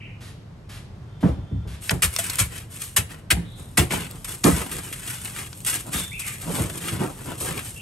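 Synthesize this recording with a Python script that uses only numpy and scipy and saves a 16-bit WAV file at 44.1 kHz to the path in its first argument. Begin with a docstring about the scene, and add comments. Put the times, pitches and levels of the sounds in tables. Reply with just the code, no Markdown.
"""Wet crushed ice on a steel counter

Handfuls of wet crushed ice land on a plate: bursts of tiny fractures, then a thud of the steel counter.
Fingers pat and spread the heap: grinding crystals, knocking lumps, snaps, clicks and a low hum of the push.
Dull bumps of basin and counter are filtered noise and pushes; water is a steady low rush of noise.
Faintly heard are puffs of hiss, thin wavering tones and a few far birds made of gliding, raspy tones.
A close pair of microphone ports hears it all."""
import sys
import numpy as np
from scipy import signal
from scipy.fft import rfft, irfft, next_fast_len
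from scipy.io import wavfile
from scipy.ndimage import uniform_filter1d, map_coordinates

SR = 44100
rng = np.random.default_rng(int(sys.argv[2]) if len(sys.argv) > 2 else 0)


def transcribe(signal):
    """Save signal, clipped to [-1, 1], as a 16-bit WAV file at the path in sys.argv[1]."""
    frames = np.atleast_2d(signal).T
    limited = np.clip(frames, -1, 1)
    pcm = np.round(limited * 32767).astype(np.int16)
    wavfile.write(sys.argv[1], SR, pcm)


N = 344421  # length of the scene [samples]

# colour of the fine crystals' crackle: (frequency [Hz], level per Hz [dB])
FINE_SPECTRUM = [(1500, -11.5), (3000, -1), (4500, -5.5), (6500, -1.5), (8400, 6.5), (11200, 8),
                 (12200, -0.5), (13100, -16.5), (15600, -14)]


def amp(db):
    """Turn decibels into a plain factor."""
    return 10 ** (np.asarray(db) / 20)


def unit(x):
    """Scale a sound to an average (rms) strength of 1."""
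    return x / np.sqrt(np.mean(x ** 2) + 1e-20)


def along(points, hz):
    """Read a curve of (frequency [Hz], value) points, with frequency on a log axis."""
    f, v = np.transpose(points)
    return np.interp(np.log(hz + 1), np.log(f + 1), v)


def seconds(size):
    """The time of each sample."""
    return np.arange(size) / SR


def wobble(rate, size=N):
    """A smooth random curve through `rate` random points a second."""
    points = rng.standard_normal(size // 40)
    return map_coordinates(points, [seconds(size) * rate], mode="mirror")


def filtered(x, response):
    """Change the strength and phase of each frequency by a (complex) response."""
    size = x.shape[-1]
    m = next_fast_len(size + SR // 10)  # spare room, so that endings do not wrap round
    hz = np.fft.rfftfreq(m, 1 / SR)
    return irfft(rfft(x, m) * response(hz), m)[..., :size]


def coloured(x, spectrum):
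    """Shape a sound by a spectrum, then scale it to rms 1."""
    return unit(filtered(x, lambda hz: amp(along(spectrum, hz))))


def add(track, s, sound):
    """Mix a sound into the track from time s [s] on."""
    part = track[..., max(round(s * SR), 0):][..., :sound.shape[-1]]
    part += sound[..., :part.shape[-1]]


def swell(t, rise, t60, hold=0):
    """A smooth rise to 1, a hold, then a fall that takes t60 seconds to drop by 60 dB."""
    rising = np.sin(np.pi / 2 * np.minimum(t / rise, 1)) ** 2
    falling = amp(-60 * np.maximum(t - rise - hold, 0) / t60)
    return rising * falling


def grains(size, rate, spread_db):
    """Tiny fractures at random moments, on average `rate` a second, of unequal strength."""
    happens = rng.random(size) < rate / SR
    sign = rng.choice([-1, 1], size)
    strength = amp(spread_db * np.clip(rng.standard_normal(size), -2.5, 2.5))
    return happens * sign * strength


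def echoes(x, t60s, size=SR // 2):
    """A diffuse tail of noise for each side; each frequency dies away at its own speed."""
    hz, t, z = signal.stft(rng.standard_normal((2, size)), SR, nperseg=256)
    fall = amp(-60 * t / along(t60s, hz)[:, None])
    tail = signal.istft(z * fall, SR, nperseg=256)[1]
    delayed = np.pad(x, (SR // 1000, 0))[None]  # the tail starts a millisecond late
    return signal.fftconvolve(delayed, tail / np.linalg.norm(tail[0]), axes=1)[:, :N]


def birds():
    """Far calls: tones whose pitch glides in an arch or a fall, made raspy by fast pitch flutter."""
    # (time [s], length [s], start [Hz], middle [Hz], end [Hz], flutter [share of pitch], level [dB])
    calls = [(0, .08, 2585, 2527, 2355, 0.123, -44), (3.447, 0.147, 3600, 3770, 3650, .065, -53.5),
             (5.933, 0.083, 3620, 3604, 3497, 0.02, -36), (6.113, 0.0806, 2150, 2695, 2510, 0.038, -35.5),
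             (6.209, 0.096, 2480, 2318, 2060, 0.093, -39), (7.756, 0.11, 2750, 2720, 2700, 0.064, -43)]
    out, t = np.zeros(N), seconds(SR // 2)
    for s, length, start_hz, middle_hz, end_hz, rasp, db in calls:
        glide = np.interp(t / length, [0, .5, 1], [start_hz, middle_hz, end_hz])
        pitch = glide * (1 + rasp * wobble(700, len(t)))
        tone = np.sin(2 * np.pi * np.cumsum(pitch) / SR)
        add(out, s, amp(db) * swell(t, rise=0.0077, t60=0.33, hold=length - .03) * tone)
    return out


def rush():
    """A low rush of water: noise of slowly drifting level, nearly alike on both sides in the bass."""
    # (frequency [Hz], level per Hz [dB])
    rush_spectrum = [(22, -46), (35, 2.5), (55, -4.5), (110, 6), (160, 0), (250, -9.5), (500, -16),
                     (1000, -21), (2500, -31), (5000, -36.5), (8000, -43.5), (11500, -43), (13500, -84)]
    # (frequency [Hz], left-right likeness [1 = the same])
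    likeness = [(100, 0.99), (300, 0.9), (700, 0.25), (5000, 0.14), (9000, 1)]

    def mid_and_side(hz):
        turn = np.arccos(np.clip(along(likeness, hz), -1, 1)) / 2
        return amp(along(rush_spectrum, hz)) * [np.cos(turn), np.sin(turn)]

    mid, side = filtered(rng.standard_normal((2, N)), mid_and_side)
    level = amp(-41.5 + 0.81 * wobble(3.14))
    return level * unit(np.array([mid + side, mid - side]))


def swishes():
    """Short soft puffs of hiss beside the basin: noise that swells and fades."""
    # (time [s], level [dB])
    puffs = [(0.201, -47.5), (.686, -45.5), (1.201, -48.5), (1.667, -48)]
    # (frequency [Hz], level per Hz [dB])
    hiss_spectrum = [(300, 4), (1700, 14), (3500, 11.5), (6000, 6), (8500, 5), (11200, 10.5), (12400, -4),
                     (13200, -42)]
    out, t = np.zeros(N), seconds(SR // 2)
    for s, db in puffs:
        hiss = coloured(rng.standard_normal(len(t)), hiss_spectrum)
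        add(out, s, amp(db) * hiss * swell(t, rise=0.013, hold=0.074, t60=0.21))
    return out


def whine():
    """A few thin tones, slightly wavering in pitch and level, fade in and out together."""
    # (pitch [Hz], level [dB])
    thin_tones = [(1370, -64.5), (3170, -64.5), (3540, -64)]
    # (fade in starts [s], fade in ends [s], fade out starts [s], fade out ends [s])
    fade_times = (1.02, 1.13, 1.62, 1.85)
    tones = np.zeros(N)
    for hz, db in thin_tones:
        pitch = hz * (1 + 0.0112 * wobble(200))
        tones += amp(db + 1.4 * wobble(14.7)) * np.sin(2 * np.pi * np.cumsum(pitch) / SR)
    return tones * np.interp(seconds(N), fade_times, [0, 1, 1, 0])


def counter(force):
    """The steel counter answers a force by ringing at its own low pitches (modes)."""
    # (pitch [Hz], width [Hz], level [dB])
    modes = [(56, 21, 6), (77.2, 23.4, 7), (113, 33, 4.5), (142.6, 36, 3), (172.8, 15, 7), (238, 45, -3.5),
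             (278.3, 27, 0.5), (359, 60, -8)]

    def response(f):
        total = 0
        for k, (pitch, width, db) in enumerate(modes):
            resonance = 1j * f * width / (pitch * pitch - f * f + 1j * f * width)
            total = total + (-1) ** k * amp(db) * resonance  # neighbours have opposite signs
        return total

    return filtered(force, response)


def contact(force, pitch_hz):
    """A springy contact passes mainly the band around its own pitch on to the counter."""
    width_hz = 0.55 * pitch_hz
    spring = lambda f: 1j * f / (pitch_hz ** 2 - f * f + 1j * f * width_hz)
    return unit(counter(filtered(force, spring)))


def blow(thud_db, knock_db, t60, thud_hz, hold=0):
    """A soft weight lands and settles: the counter thuds, with a short hollow knock on top."""
    # (frequency [Hz], level per Hz [dB])
    knock_spectrum = [(25, -40), (70, -13), (180, 5.5), (285, 1), (430, 1.5), (560, -4), (760, -4.5),
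                      (950, -8.5), (1500, -17), (3000, -30), (10000, -84)]
    t = seconds(SR // 2)
    shape = swell(t, 0.0048, t60, hold)
    push = contact(t * np.exp(-t / 0.00022), thud_hz)
    settling = contact(shape * rng.standard_normal(len(t)), thud_hz)
    thud = unit(push + settling)
    knock = unit(shape * coloured(rng.standard_normal(len(t)), knock_spectrum))
    return (amp(thud_db) * thud + amp(knock_db) * knock) * np.sqrt(np.mean(shape ** 2))


def bumps():
    """Dull blows on basin and counter: a thud and a knock, with no crunch."""
    # (time [s], thud level [dB], thud pitch [Hz], knock level [dB])
    bump_list = [(1.228, -11, 194, -21.5), (1.281, -22, 82, -42), (1.371, -26.5, 109, -44),
                 (1.512, -20, 99, -46), (1.651, -28.5, 70, -44.5), (3.364, -23.5, 171, -39),
                 (4.51, -20, 93, -48), (5.94, -28, 144, -65), (6.473, -26.5, 160, -32.5),
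                 (6.59, -20.5, 146, -28), (6.912, -24, 135, -42), (7.003, -43, 170, -25.5)]
    out = np.zeros(N)
    for s, thud_db, thud_hz, knock_db in bump_list:
        add(out, s, blow(thud_db, knock_db, 0.3, thud_hz))
    return out


def pressure():
    """How strongly each finger stroke drives crystals, lumps and push: it builds, holds and dies away."""
    # (time [s], length [s], fine crystals [dB], coarse lumps [dB], push on the plate [dB])
    strokes = [ (1.787, 0.13, -35, -46, -60), (2.055, 0.19, -34.5, -45, -51),
               (2.16, 0.2, -33.5, -39.5, -49.5), (2.474, 0.11, -38.5, -42.5, -48),
               (2.687, 0.076, -40.5, -52, -59), (2.776, 0.082, -32.5, -46.5, -71),
               (3.083, 0.043, -43.5, -44.5, -44.5), (3.552, 0.062, -47, -57, -50),
               (3.891, 0.061, -27.5, -30.5, -27), (3.985, 0.045, -36.5, -37, -38),
               (4.092, 0.066, -54, -53, -46), (4.249, 0.074, -33, -43, -44),
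               (4.518, 0.1, -32.5, -36.5, -33), (4.677, 0.098, -35.5, -40, -40),
               (4.798, 0.088, -37.5, -44.5, -45.5), (4.93, 0.096, -42, -49, -53),
               (5.007, .14, -32.5, -40, -48.5), (5.177, .05, -37.5, -46.5, -55),
               (5.224, 0.066, -37.5, -43.5, -49.5), (5.317, 0.11, -35, -40, -46.5),
               (5.655, 0.03, -20.5, -31.5, -48), (5.724, 0.013, -24, -33.5, -38.5),
               (5.834, 0.076, -48, -55, -42), (5.898, 0.1, -25, -35, -39), (6.222, 0.095, -33, -42.5, -66),
               (6.381, 0.072, -36, -42.5, -43.5), (6.444, 0.063, -38, -45, -33.5),
               (6.485, 0.13, -28, -37, -31), (6.641, 0.15, -39, -45.5, -43.5),
               (6.769, 0.16, -32, -37.5, -38), (6.899, .07, -43.5, -42.5, -35.5),
               (6.981, 0.047, -36, -39, -26.5), (7.05, 0.22, -46.5, -51, -46.5),
               (7.247, 0.066, -40.5, -42.5, -36), (7.356, 0.12, -29.5, -49, -37),
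               (7.439, 0.066, -38, -37, -34.5), (7.519, 0.061, -38.5, -42, -38.5),
               (7.603, 0.071, -35.5, -47, -53)]
    out, t = np.zeros((3, N)), seconds(SR)
    for s, length, *levels_db in strokes:
        rise = 0.59 * length  # the rest of the stroke holds
        shape = swell(t, rise, t60=0.3, hold=length - rise)
        add(out, s, np.outer(amp(levels_db), shape) ** 2)  # overlapping strokes add as power
    return np.sqrt(out)


def lumps(size, rate, pitch_hz):
    """Bigger pieces knock together: random fractures coloured around a pitch set by their size."""
    # (frequency [multiple of the lump pitch], level per Hz [dB])
    lump_spectrum = [(.15, -33), (.35, -15.5), (.6, 0.5), (1, 2), (1.45, 2.5), (2, -5.5), (3, -11),
                     (6, -20)]
    spectrum = [(multiple * pitch_hz, db) for multiple, db in lump_spectrum]
    return coloured(grains(size, rate, spread_db=2.5), spectrum)


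def patchy(x, depth_db):
    """Ever-new pieces touch, so the colour shifts at random from moment to moment."""
    z = signal.stft(x, nperseg=512)[2]
    field = uniform_filter1d(rng.standard_normal(z.shape), size=5, axis=0)  # smooth over frequency
    field = uniform_filter1d(field, size=7, axis=1)  # smooth over time
    return unit(signal.istft(z * amp(depth_db * unit(field)), nperseg=512)[1][:len(x)])


def fingers():
    """Crystals grind in stick-slip clumps, lumps rub the plate or snap, and the push hums in the counter."""
    # a lump snapping: (frequency [Hz], level per Hz [dB])
    snap_spectrum = [(500, -18), (1200, 0.5), (3000, 1), (6000, -12), (11000, -17), (13500, -24)]
    # ice pushed over the plate: (frequency [Hz], level per Hz [dB])
    rub_spectrum = [(30, -45), (90, -2), (150, -1.5), (285, 3), (430, -0.5), (600, -7), (950, -6),
                    (1400, -10), (3000, -53), (10000, -80)]
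    # (heap starts to grow [s], heap is full [s])
    heap_times = (3.3, 4.5)
    fine, coarse, push = pressure()
    # the loose heap keeps crackling, more as it grows
    settling = amp(-44.5) * np.interp(seconds(N), heap_times, [0, 1])
    # one break sets off its neighbours: small avalanches stand out of the grinding
    breaks = np.abs(grains(N, 40, spread_db=2))
    avalanches = signal.fftconvolve(breaks, swell(seconds(SR // 20), .001, .03))[:N]
    slip = unit(amp(1.1 * wobble(60)) * (1 + .8 * avalanches))

    crystals = patchy(coloured(grains(N, 4800, spread_db=-1.5), FINE_SPECTRUM), depth_db=0.5)
    knocking = patchy(lumps(N, 1900, pitch_hz=1954), depth_db=1.5)
    snaps = coloured(grains(N, 70, spread_db=1), snap_spectrum)
    rubbing = coloured(grains(N, 1400, spread_db=5), rub_spectrum)
    hum = contact(rng.standard_normal(N), pitch_hz=159)

    out = np.hypot(fine, settling) * slip * crystals
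    out += coarse * slip * knocking
    out += amp(-12) * coarse * snaps
    out += push * slip * rubbing
    return out + amp(-2) * push * hum


def clicks():
    """A hard piece snaps: a very short crack of noise makes it ring for a few cycles."""
    # (time [s], peak level [dB], pitch [Hz], width [Hz])
    hard_pieces = [(1.895, -3.5, 2460, 890), (2.14, -16.5, 10500, 5000), (2.164, -7, 7540, 8550),
                   (2.19, -21.5, 673, 34.2), (2.299, -12.5, 4900, 2220), (2.357, -10.5, 11000, 4000),
                   (4.112, -20.5, 11500, 5900), (4.442, -4.5, 3000, 6000), (5.53, -23.5, 2750, 2500),
                   (5.605, -23.5, 9300, 6000)]
    out, t = np.zeros(N), seconds(SR // 8)
    for s, db, hz, width_hz in hard_pieces:
        crack = swell(t, rise=.0008, t60=.007) * rng.standard_normal(len(t))
        body = lambda f: (1j * f + 0.37 * hz) / (hz * hz - f * f + 1j * f * width_hz)
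        dulling = lambda f: amp(along([(11000, -2), (13500, -13)], f))
        snap = filtered(crack, lambda f: dulling(f) * body(f))
        add(out, s - .001, amp(db) * snap / np.abs(snap).max())  # starts 1 ms before the listed time
    return out


def crush(rise, t60, coarse_db, fine_db, hold=0, lump_hz=2000):
    """A clump collapses in a dense burst of fractures, both lumps and fine crystals."""
    t = seconds(SR // 2)
    fine = coloured(grains(len(t), 7000, spread_db=3.5), FINE_SPECTRUM)
    coarse = lumps(len(t), 4000, lump_hz)
    return swell(t, rise, t60, hold) * (amp(coarse_db) * coarse + amp(fine_db) * fine)


def handfuls():
    """Each handful crushes first; its weight reaches the plate a moment later and thuds."""
    # (time [s], overall level [dB], coarse level [dB], lump pitch [Hz], fine level [dB], knock level [dB],
    #  thud level [dB], thud pitch [Hz], rise [s], hold [s], time for the crush to fall by 60 dB [s])
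    landings = [ (1.903, -20, -2.5, 1300, -0.5, -6, 0, 128, 0.0083, 0.0025, .02),
                (2.02, -14.5, -6, 1920, -0.5, -25, -10.5, 86, 0.0041, 0.014, 0.13),
                (2.381, -20, -4.5, 1840, 4, -24.5, -1.5, 100, 0.011, 0.011, 0.16),
                (2.961, -18, -1.5, 2040, 5, -15, -6.5, 91, 0.0065, 0.0055, .11),
                (3.301, -14, -1.5, 2160, 0.5, -15.5, -6.5, 74, 0.0087, 0.0049, 0.07),
                (3.77, -12, -5, 1880, -1.5, -5, -2, 103, 0.008, 0.00086, 0.17),
                (4.434, -20, -7, 1320, -1.5, 2, 6.5, 282, .007, .027, 0.5)]
    thud_lag_s, thud_t60_s = 0.00197, 0.21  # delay after the crush has risen; time to fall by 60 dB
    out = np.zeros(N)
    for (s, db, coarse_db, lump_hz, fine_db, knock_db,
         thud_db, thud_hz, rise, hold, t60) in landings:
        add(out, s, amp(db) * crush(rise, t60, coarse_db, fine_db, hold, lump_hz))
        weight = blow(thud_db, knock_db, thud_t60_s, thud_hz, hold)
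        add(out, s + rise + thud_lag_s, amp(db) * weight)
    return out


def crunches():
    """Now and then a clump gives way at once under a finger: a sudden burst of fractures."""
    # (time [s], overall level [dB], coarse level [dB], time to fall by 60 dB [s])
    clumps = [(2.185, -15, -14.5, 0.12), (2.298, -16, -26, 0.024), (2.231, -33, -2, 0.027),
              (2.262, -23, -15, .04), (2.331, -27.5, -6, 0.068), (3.905, -33, 5, 0.078),
              (4.243, -25, -11.5, 0.078), (4.712, -25, -12, 0.21), (4.924, -25, -10.5, .13),
              (5.646, -24, -21, 0.084), (5.929, -31, -1, 0.22), (6.192, -24, -14.5, 0.19),
              (6.776, -26.5, -17, .05), (6.837, -41, 4, 0.066), (6.881, -30, 3.5, 0.053),
              (7.004, -48, 4, .08), (7.279, -50, 0, 0.089), (7.407, -30.5, -22, 0.3),
              (7.589, -29.5, -2.5, 0.1)]
    out = np.zeros(N)
    for s, db, coarse_db, t60 in clumps:
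        add(out, s, amp(db) * crush(.0035, t60, coarse_db, fine_db=-3))
    return out


def scatter(x, count=5):
    """The spot that sounds keeps moving, so reflections off the steel drift between several patterns."""
    # (frequency [Hz], level [dB])
    steel_colour = [(100, -31.5), (300, -5), (600, -5), (2000, -3), (5800, -4), (8500, -6.5), (15000, -58)]
    shares = np.array([wobble(25) for _ in range(count)])
    shares /= np.linalg.norm(shares, axis=0)
    fall_times = [(200, 0.074), (8000, 0.029)]  # (frequency [Hz], time to fall by 60 dB [s])
    reflections = sum(echoes(share * x, fall_times, size=SR // 10) for share in shares)
    return filtered(reflections, lambda hz: amp(along(steel_colour, hz)))


def scene():
    """Close ice with its reflections, far sounds with their echo, and the rush under both."""
    # (frequency [Hz], left minus right level [dB])
    left_lean = [(70, 2), (170, -2.5), (500, 0.5), (1000, 1.5), (2500, 3), (5500, 3), (8500, 1),
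                 (12000, -0.5)]
    # (frequency [Hz], time for the room's echo to fall by 60 dB [s])
    room_fall = [(150, 0.11), (1500, 0.51), (10000, 0.3)]
    calls, water = birds(), rush()
    faint = swishes() + whine()
    ice = bumps() + fingers() + clicks() + handfuls() + crunches()
    close = filtered(ice + scatter(ice), lambda hz: amp(np.outer([1, -1], along(left_lean, hz)) / 2))
    far_fall = [(1500, 0.3), (4000, 0.64), (10000, 0.27)]  # (frequency [Hz], time to fall by 60 dB [s])
    outside = calls + faint + echoes(amp(0.5) * calls + amp(-4) * faint, far_fall)
    return amp(-1) * close + amp(-17.0) * echoes(ice, room_fall) + outside + water


def record(dry):
    """The two ports differ in phase and lose the deepest bass; high peaks are rounded, then the band ends."""
    # (frequency [Hz], phase by which the left port leads [radians])
    port_phase = [(100, 0), (800, .7), (1800, .1), (3100, 1.1), (4200, .8), (6500, .1), (7000, .25),
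                  (7500, .9), (8600, 0), (9000, -.7), (9800, -2.8), (10300, -3.2), (11000, -4.4),
                  (11900, -6.28), (13000, -6.45), (13200, -9.42), (14300, -9.42), (14550, -12.57)]
    cut_hz, top_hz = 38, 15900  # bass fades below the first; nothing is left above the second

    def ports(hz):
        ratio = cut_hz / (hz + 1)
        low_cut = 1 / (1 - 1j * ratio - ratio ** 2) ** 2
        return low_cut * np.exp(1j * np.outer([1, -1], along(port_phase, hz)) / 2)

    pair = filtered(dry, ports)
    rounded = pair / (1 + np.abs(pair / .95) ** 6) ** (1 / 6)
    return filtered(rounded, lambda hz: np.clip((top_hz - hz) / 250, 0, 1))


dry = scene()
out = record(dry)
transcribe(out)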